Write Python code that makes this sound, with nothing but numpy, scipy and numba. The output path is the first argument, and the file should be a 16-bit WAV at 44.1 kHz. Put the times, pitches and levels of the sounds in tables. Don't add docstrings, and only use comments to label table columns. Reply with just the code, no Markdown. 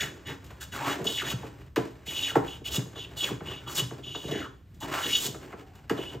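import sys
import numpy as np
from scipy import signal
from scipy.fft import rfft, irfft, next_fast_len
from scipy.io import wavfile
from scipy.ndimage import uniform_filter1d
from numba import njit

SR = 44100
rng = np.random.default_rng(int(sys.argv[2]) if len(sys.argv) > 2 else 0)


def pcm_store(signal):
    levels = np.round(np.clip(np.atleast_2d(signal), -1, 1) * 32767)
    wavfile.write(sys.argv[1], SR, levels.astype(np.int16).T)


N = 273416
T = np.arange(N) / SR
SIZE = next_fast_len(N + SR // 2, real=True)
FREQ = np.maximum(np.arange(SIZE // 2 + 1) * SR / SIZE, 1)


def undb(db):
    return 10 ** (np.asarray(db) / 20)


def shape(x, response):
    return irfft(rfft(x, SIZE) * response, SIZE)[..., :N]


def colour(points):
    hz, level_db = np.transpose(points)
    return undb(np.interp(np.log(FREQ), np.log(hz), level_db))


def resonances(modes):
    response = 0
    for k, (hz, width_hz, level_db) in enumerate(modes):
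        detuning = (FREQ / hz - hz / FREQ) * hz / width_hz
        response = response + (-1) ** k * undb(level_db) / (1 + 1j * detuning)
    return response


def corners(low_hz, high_hz):
    a, b = 1j * FREQ / low_hz, 1j * FREQ / high_hz
    highpass = a * a / (1 + np.sqrt(2) * a + a * a)
    return highpass / (1 + np.sqrt(2) * b + b * b)


def unit(x):
    return x / np.sqrt(np.mean(x ** 2))


def decay(time_s, t60_s):
    return np.exp(-np.minimum(np.log(1000) * time_s / t60_s, 60))


def fade(t60_s, size=N):
    return decay(T[:size], t60_s)


def add(out, x, start_s):
    i = max(int(start_s * SR), 0)
    out[i:i + len(x)] += x[:N - i]


def walk(rate_per_s):
    k = max(int(SR / rate_per_s), 1)
    steps = np.repeat(rng.standard_normal(N // k + 1), k)
    return unit(uniform_filter1d(steps, k)[:N])


def fractures(per_s, spread_db, clump_db, clump_per_s):
    hits = (rng.random(N) < per_s / SR) * rng.standard_normal(N)
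    snaps = hits * undb(spread_db * rng.standard_normal(N))
    return snaps * undb(clump_db * walk(clump_per_s))


def push(start_s, length_s, swell_db, attack_s, release_t60_s, arch_db):
    along = np.clip((T - start_s) / length_s, 0, 1)
    hold = undb(swell_db * (along - .5) + arch_db * (.5 - (2 * along - 1) ** 2))
    let_go = decay(np.maximum(T - start_s - length_s, 0), release_t60_s)
    return np.clip((T - start_s) / attack_s, 0, 1) ** 2 * hold * let_go


GRAIN_DB, GRAIN_PER_S = 3.05, 35


def grain():
    return undb(GRAIN_DB * walk(GRAIN_PER_S))


# hz, relative_db_per_hz
DRONE_SPECTRUM = [(25, -38), (45, -17.5), (65, -5.5), (90, -7.5), (125, -10.5), (170, -17), (260, -24),
                  (500, -34.5), (1000, -41.5), (2500, -45), (6000, -55.5), (15000, -55.5)]
DRONE_DB, DRONE_WAVER_DB, DRONE_WAVER_PER_S = -50, 1.8, 16


def drone():
    mid, side = shape(rng.standard_normal((2, N)), colour(DRONE_SPECTRUM))
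    side = undb(-18.5) * unit(side)
    level = undb(DRONE_DB + DRONE_WAVER_DB * walk(DRONE_WAVER_PER_S))
    return level * (unit(mid) + np.array([side, -side]))


HUM_S, HUM_LENGTH_S, HUM_DB = 5.58, 0.25, -63


def hum():
    tone = unit(shape(rng.standard_normal(N), resonances([(758, 63, 0)]) ** 2))
    swell = push(HUM_S, HUM_LENGTH_S, swell_db=0, attack_s=.04, release_t60_s=0.48, arch_db=2.5)
    return tone * undb(HUM_DB) * swell


def workshop(x, wet_db, side_db, air_db):
    noise = rng.standard_normal((2, 2, N))
    low = shape(noise[0] * fade(0.35), corners(72, 1880))
    high = shape(noise[1] * fade(0.41), corners(3800, 9000))
    tail = (low + high) * np.clip(T / 0.0026 - .5, 0, 1)
    tail = tail / np.sqrt(np.sum(tail ** 2, axis=1, keepdims=True))
    mid, side = shape(x, rfft(tail, SIZE))
    width = undb(side_db) * np.abs(corners(500, 990)) + undb(air_db) * np.abs(corners(4500, 9300))
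    side = shape(side, width)
    return x + undb(wet_db) * (mid + np.array([side, -side]))


# hz, relative_db, t60_s
BENCH_MODES = [(121, -1.5, 0.22), (180, -3, 0.11), (275.6, -3, 0.096), (349, -1, 0.087),
               (415.6, -1.5, 0.12), (469, -2, 0.13), (699.5, -7, 0.098), (771.5, -8.5, 0.14),
               (916, -27.5, 0.21), (1023, -12.5, 0.28), (1227, -19.5, 0.14), (1348, -28.5, 0.1),
               (1527, -11, 0.076), (1730, -14.5, 0.061), (2520, -30, 0.038), (2885, -9.5, .1)]
# hz, relative_db_per_hz
BOARD_SPECTRUM = [(50, -22.5), (110, 7.5), (220, 9), (420, -7), (620, 3), (900, 2.5), (1700, 1.5),
                  (3000, -6.5), (7000, -12.5), (15000, -34.5)]
# start_s, relative_db, low_hz, high_hz
KNOCKS = [(0.018, -33, 200, 900), (.504, -38, 500, 3000), (0.996, -22.5, 220, 450),
          (1.047, -20.5, 278, 590), (1.236, -38, 120, 795), (1.321, -19, 60, 172), (1.43, -31, 150, 900),
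          (1.7604, -17, 1360, 3480), (1.763, -10.5, 282, 460), (1.779, -15, 300, 450),
          (2.066, -37.5, 89.5, 580), (2.354, -9, 217, 1040), (2.605, -35, 110, 440), (2.767, -17, 90, 210),
          (2.855, -36.5, 110, 700), (2.956, -34.5, 348, 1390), (3.109, -45, 80, 345), (3.303, -23, 92, 503),
          (3.405, -32.5, 130, 1530), (3.807, -16, 50, 146), (3.908, -31.5, 100, 1090),
          (4.147, -29.5, 354, 1390), (4.237, -23.5, 280, 380), (4.309, -17, 280, 375),
          (4.345, -20, 280, 380), (4.821, -31, 200, 1430), (5.272, -32, 100, 600),
          (5.344, -34.5, 150, 1590), (5.527, -32, 200, 1690), (5.8964, -20, 1130, 2670),
          (5.899, -12, 250, 462), (5.979, -19, 260, 463), (6.138, -27.5, 120, 497)]


def knocks():
    size, out = SR // 2, np.zeros(N)
    modes = np.zeros(size)
    for k, (hz, level_db, t60_s) in enumerate(BENCH_MODES):
        modes += (-1) ** k * undb(level_db) * np.sin(2 * np.pi * hz * T[:size]) * fade(t60_s, size)
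    modes = undb(3) * modes / np.abs(modes).max()
    clatter = undb(2.5) * shape(rng.standard_normal(N), colour(BOARD_SPECTRUM))
    envelope = fade(0.064, size) + undb(-13.5) * fade(0.33, size)
    for start_s, level_db, low_hz, high_hz in KNOCKS:
        i = rng.integers(N - size)
        highpass = signal.butter(2, low_hz, "high", fs=SR, output="sos")
        lowpass = signal.butter(2, high_hz, fs=SR, output="sos")
        blow = modes + clatter[i:i + size] * envelope
        add(out, undb(level_db) * signal.sosfilt(np.vstack([highpass, lowpass]), blow), start_s)
    lag_s = 0.01591 / (1 + (FREQ / 370) ** 2)
    phase = 2 * np.pi * np.cumsum(lag_s) * SR / SIZE
    return shape(out, np.exp(-1j * phase))


# start_s, relative_db
TICKS = [(.271, -44), (0.443, -47), (0.463, -51), (0.5062, -50), (0.609, -37.5), (1.043, -36.5),
         (1.466, -54), (1.76, -33), (1.909, -56), (2.063, -43), (2.356, -35.5), (2.7127, -46),
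         (2.765, -41.5), (3.7846, -38), (4.312, -38.5), (4.7442, -55.5), (4.805, -43), (5.2615, -28),
         (5.754, -53), (5.896, -35)]


def ticks():
    size, out = SR // 3, np.zeros(N)
    envelope = fade(0.033, size) + undb(-2.5) * fade(0.22, size)
    for start_s, level_db in TICKS:
        add(out, undb(level_db) * rng.standard_normal(size) * envelope, start_s)
    return shape(out, undb(-6.0) * corners(2400, 14000) * (1 + 4.5 * resonances(IRON_MODES)))


# hz, relative_db_per_hz
SOLE_SPECTRUM = [(150, -27), (450, -2.5), (900, 8), (1700, 4), (2400, 3.5), (4000, -7.5), (9000, -17.5)]
# start_s, length_s, rasp_relative_db, rumble_relative_db, swell_db, low_hz
SLIDES = [ (-.012, 0.08, -38.5, -35, 0.5, 129), (0.117, 0.18, -49, -48, 0, 90),
          (0.261, 0.074, -40, -38.5, -9, 120), (0.38, 0.29, -54.5, -55.5, -4, 80),
          (0.593, 0.054, -44.5, -59, -2, 200), (0.715, 0.22, -34.5, -40.5, 2.5, 131),
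          (0.954, 0.14, -43, -36.5, -4, 280), (1.09, 0.11, -47, -54, -3, 150),
          (1.201, .12, -39, -41.5, 10, 150), (1.362, 0.31, -49.5, -48.5, -20.5, 100),
          (1.797, 0.11, -48.5, -45, -8, 280), (1.926, 0.17, -61.5, -61, 3, 130),
          (2.079, 0.3, -45.5, -48, 3.5, 220), (2.42, 0.16, -48.5, -55, -17, 100),
          (2.63, 0.17, -48, -44, 7, 90), (2.81, 0.36, -53.5, -49.5, 10.5, 80),
          (3.205, 0.11, -39.5, -39.5, 3, 109), (3.41, 0.28, -47.5, -47, -13.5, 90),
          (3.646, 0.17, -42.5, -43, 12.5, 70), (3.9, 0.56, -54.5, -48.5, -9, 90),
          (4.25, .2, -44.5, -38, -9.5, 230), (4.81, 0.099, -41, -40, -4, 220),
          (4.896, 0.089, -29, -43, 7, 200), (5.02, 0.3, -52, -41.5, 1.5, 132),
          (5.326, .3, -53, -52, 4, 220), (5.64, 0.29, -59.5, -63.5, -1, 130),
          (5.923, 0.28, -47.5, -46, -13.5, 260)]
SLIDE_ATTACK_S, SLIDE_RELEASE_T60_S, SLIDE_ARCH_DB = 0.03, 0.23, 1.5


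def sole():
    slips = fractures(per_s=5500, spread_db=1.04, clump_db=1.6, clump_per_s=130) * grain()
    bench = resonances([(hz, 5.54 / t60_s, level_db) for hz, level_db, t60_s in BENCH_MODES])
    rasp = unit(shape(slips, colour(SOLE_SPECTRUM) * (1 + 2.6 * np.abs(bench))))
    rasp = rasp + undb(-14.5) * unit(shape(slips, colour(SHAVING_SPECTRUM)))
    body = shape(slips, (bench + undb(-21.5) * colour(BOARD_SPECTRUM)) * corners(49, 404))
    rub, rumble = np.zeros((2, N))
    for start_s, length_s, rasp_db, rumble_db, swell_db, low_hz in SLIDES:
        weight = push(start_s, length_s, swell_db, SLIDE_ATTACK_S, SLIDE_RELEASE_T60_S, SLIDE_ARCH_DB)
        rub = np.maximum(rub, undb(rasp_db) * weight)
        highpass = signal.butter(2, low_hz, "high", fs=SR, output="sos")
        rumble += undb(rumble_db) * weight * unit(signal.sosfilt(highpass, body))
    return undb(-4) * rasp * rub + undb(-2.0) * rumble


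@njit
def sweep(x, hz, q):
    y, band, low = np.empty(len(x)), 0., 0.
    for i in range(len(x)):
        g = np.tan(np.pi * hz[i] / SR)
        v = (band + g * (x[i] - low)) / (1 + g * (g + 1 / q))
        band, low, y[i] = 2 * v - band, low + 2 * g * v, v / np.sqrt(g)
    return y


def glide(start_s, length_s, first_hz, turn_hz, last_hz, turn):
    along, turn = np.clip((T - start_s) / length_s, 0, 1), np.clip(turn, .02, .98)
    approach = (first_hz - turn_hz) * (1 - along / turn) ** 2
    departure = (last_hz - turn_hz) * ((along - turn) / (1 - turn)) ** 2
    return turn_hz + np.where(along < turn, approach, departure)


# start_s, length_s, hiss_relative_db, ring_relative_db, swell_db (hiss and ring), chatter_relative_db,
# chatter_swell_db, first_hz, turn_hz, last_hz, turn (share of the stroke, 0-1)
STROKES = [ (-.012, 0.1, -42, -33, -20, -33.5, -17, 1780, 1740, 1670, 0.6),
           (0.251, 0.069, -57, -38, -9, -40.5, 2, 1900, 1850, 1790, .5),
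           (0.594, .045, -44.5, -43.5, 5, -42, -6, 1820, 1640, 1500, 0),
           (0.705, 0.063, -47.5, -43, 8, -43.5, 12, 2066, 1780, 1080, 0.5),
           (0.789, 0.14, -47.5, -42.5, 15, -34.5, 5, 950, 820, 1670, 0.07),
           (1.035, 0.19, -42, -39.5, -1, -39, 19.5, 2850, 3450, 1310, 0.49),
           (1.222, 0.097, -44, -35, 18, -38.5, -2, 1500, 1540, 3050, 0.3),
           (2.049, 0.15, -44.5, -38, 2.5, -43.5, 3, 2300, 2400, 2800, 0.5),
           (2.142, 0.17, -42.5, -29.5, 0.5, -37, 3, 2900, 2870, 1330, 0.41),
           (2.457, 0.12, -56, -47.5, -8, -50, -14, 3030, 3100, 2850, 0.1),
           (2.635, 0.053, -43, -36, 6, -42.5, 2, 2800, 2870, 3100, 0.7),
           (2.691, .077, -38.5, -37.5, 20, -41, 10, 3270, 5000, 3760, 0.8),
           (2.94, 0.11, -57, -40.5, 1, -46, 7, 3300, 3480, 2550, 0.1),
           (3.155, 0.14, -40.5, -36, -1, -37, 4, 3600, 3560, 1100, 0.13),
           (3.441, 0.15, -64, -46.5, 0, -46, -2, 1700, 3050, 2560, .35),
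           (3.656, 0.075, -47, -40.5, 14, -41.5, -18, 1250, 1170, 1430, .35),
           (3.735, 0.065, -32.5, -30, 10.5, -30, -7, 4750, 5600, 2950, 0.14),
           (4.018, 0.275, -56, -42, 9, -51, -7.5, 2740, 3100, 2520, 0.46),
           (4.303, 0.16, -57.5, -42.5, -4, -39, -1, 1890, 1760, 1160, 0.44),
           (4.796, 0.055, -46, -40, -6, -42.5, 7, 1150, 910, 845, 0.4),
           (4.898, 0.29, -40.5, -32.5, 15.5, -37, -2, 1200, 1260, 3500, 0.15),
           (5.179, 0.091, -34, -41, 8.5, -40, 16, 3680, 4000, 5430, 0.88),
           (5.959, 0.19, -58, -54, -6, -48.5, -10, 3500, 2920, 2640, 0.5)]
CUT_ATTACK_S, CUT_RELEASE_T60_S, CUT_ARCH_DB = 0.021, 0.068, 2.5


def chatter():
    pitch_hz, gain = np.ones(N), np.zeros(N)
    for start_s, length_s, _, _, _, level_db, swell_db, *course in STROKES:
        pitch_hz = np.where(T >= start_s, glide(start_s, length_s, *course), pitch_hz)
        pressure = push(start_s, length_s, swell_db, CUT_ATTACK_S, release_t60_s=0.043, arch_db=2)
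        gain = np.maximum(gain, undb(level_db) * pressure)
    pitch_hz = pitch_hz * undb(0.73 * walk(200))
    breaks = fractures(per_s=6000, spread_db=0.5, clump_db=0.0, clump_per_s=200)
    squeak = unit(sweep(sweep(breaks, pitch_hz, 4.2), pitch_hz, 2.06)) * gain
    return shape(squeak, 0.55 + 2.97 * resonances(IRON_MODES))


LINGER_DB, LINGER_T60_S = -19, 0.15


def cut(start_s, length_s, swell_db):
    quick = push(start_s, length_s, swell_db, CUT_ATTACK_S, CUT_RELEASE_T60_S, CUT_ARCH_DB)
    linger = push(start_s, length_s, swell_db, CUT_ATTACK_S, LINGER_T60_S, CUT_ARCH_DB)
    return np.maximum(quick, undb(LINGER_DB) * linger)


# hz, width_hz, relative_db
IRON_MODES = [(2707, 500, -18.5), (2946, 53, 4), (3140, 19, -7), (3350, 85, -0.5), (3477, 200, -8.5),
              (3772, 42, -1.5), (6820, 220, -11.5)]
# hz, width_hz, relative_db
OVERTONES = [(4480, 90, -5), (5250, 64, -3.5), (6000, 37, 1), (6580, 110, -11), (6870, 58, -1.5),
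             (7060, 67, -10.5), (8150, 69, -6.5), (8830, 110, -2), (11160, 560, 0), (12200, 120, 0),
             (12600, 170, 0.5), (14660, 160, 1)]
# hz, relative_db_per_hz
SHAVING_SPECTRUM = [(500, -3), (1500, -2), (2500, -4.5), (4000, 0), (4800, -2), (6000, -2), (6800, 2),
                    (7400, 4.5), (9300, -5.5), (11300, -1.5), (12500, -14), (13250, 1.5), (13900, -16.5),
                    (15600, 1.5)]
# start_s, level_db
CATCHES = [(-.005, -25), (1.059, -28.5), (1.174, -28), (1.302, -37), (2.21, -36), (3.169, -44),
           (3.226, -27), (3.775, -25), (4.138, -38.5), (4.303, -36), (5.047, -28), (5.122, -24)]
CATCH_ATTACK_S, CATCH_LENGTH_S, CATCH_RELEASE_T60_S = 0.013, 0.018, .07


def blade():
    snaps = fractures(per_s=12000, spread_db=-2.0, clump_db=0.1, clump_per_s=300)
    bursts = snaps * undb(3.0 * walk(180))
    ring = unit(shape(bursts, resonances(IRON_MODES) * corners(1700, 6300)))
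    hiss_response = colour(SHAVING_SPECTRUM) * (1 + 1.63 * np.abs(resonances(OVERTONES)))
    hiss = unit(shape(snaps, hiss_response))
    bite, peel = np.zeros((2, N))
    for start_s, length_s, hiss_db, ring_db, swell_db, *_ in STROKES:
        depth = cut(start_s, length_s, swell_db)
        bite = np.maximum(bite, undb(ring_db) * depth)
        peel = np.maximum(peel, undb(hiss_db) * depth)
    bite = undb(-4.5) * bite * grain()
    for start_s, level_db in CATCHES:
        catch = push(start_s, CATCH_LENGTH_S, 0, CATCH_ATTACK_S, CATCH_RELEASE_T60_S, 0)
        bite = np.maximum(bite, undb(level_db) * catch)
    return ring * bite + hiss * peel


def scene():
    plane = blade() + chatter() + sole() + ticks() + knocks()
    return workshop(plane, wet_db=-10.0, side_db=1.5, air_db=-12) + drone() + hum()


# hz, lead_rad
PORTS = [(0, 0), (900, .2), (2100, 0), (3000, .6), (3800, .6), (5400, 0), (5900, -.6), (6400, 0),
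         (7500, -.1), (8600, -1.1), (9200, -2.9), (10700, -3.3), (12900, -6.2), (14300, -6.4),
         (15700, -8.6)]
TOP_HZ = 15750


def record(dry):
    lead_rad = np.interp(FREQ, *np.transpose(PORTS))
    heard = shape(dry, np.exp(.5j * np.array([lead_rad, -lead_rad])))
    lowpass = signal.ellip(10, .05, 60, TOP_HZ, fs=SR, output="sos")
    return signal.sosfiltfilt(lowpass, heard)


dry = scene()
out = record(dry)
pcm_store(out)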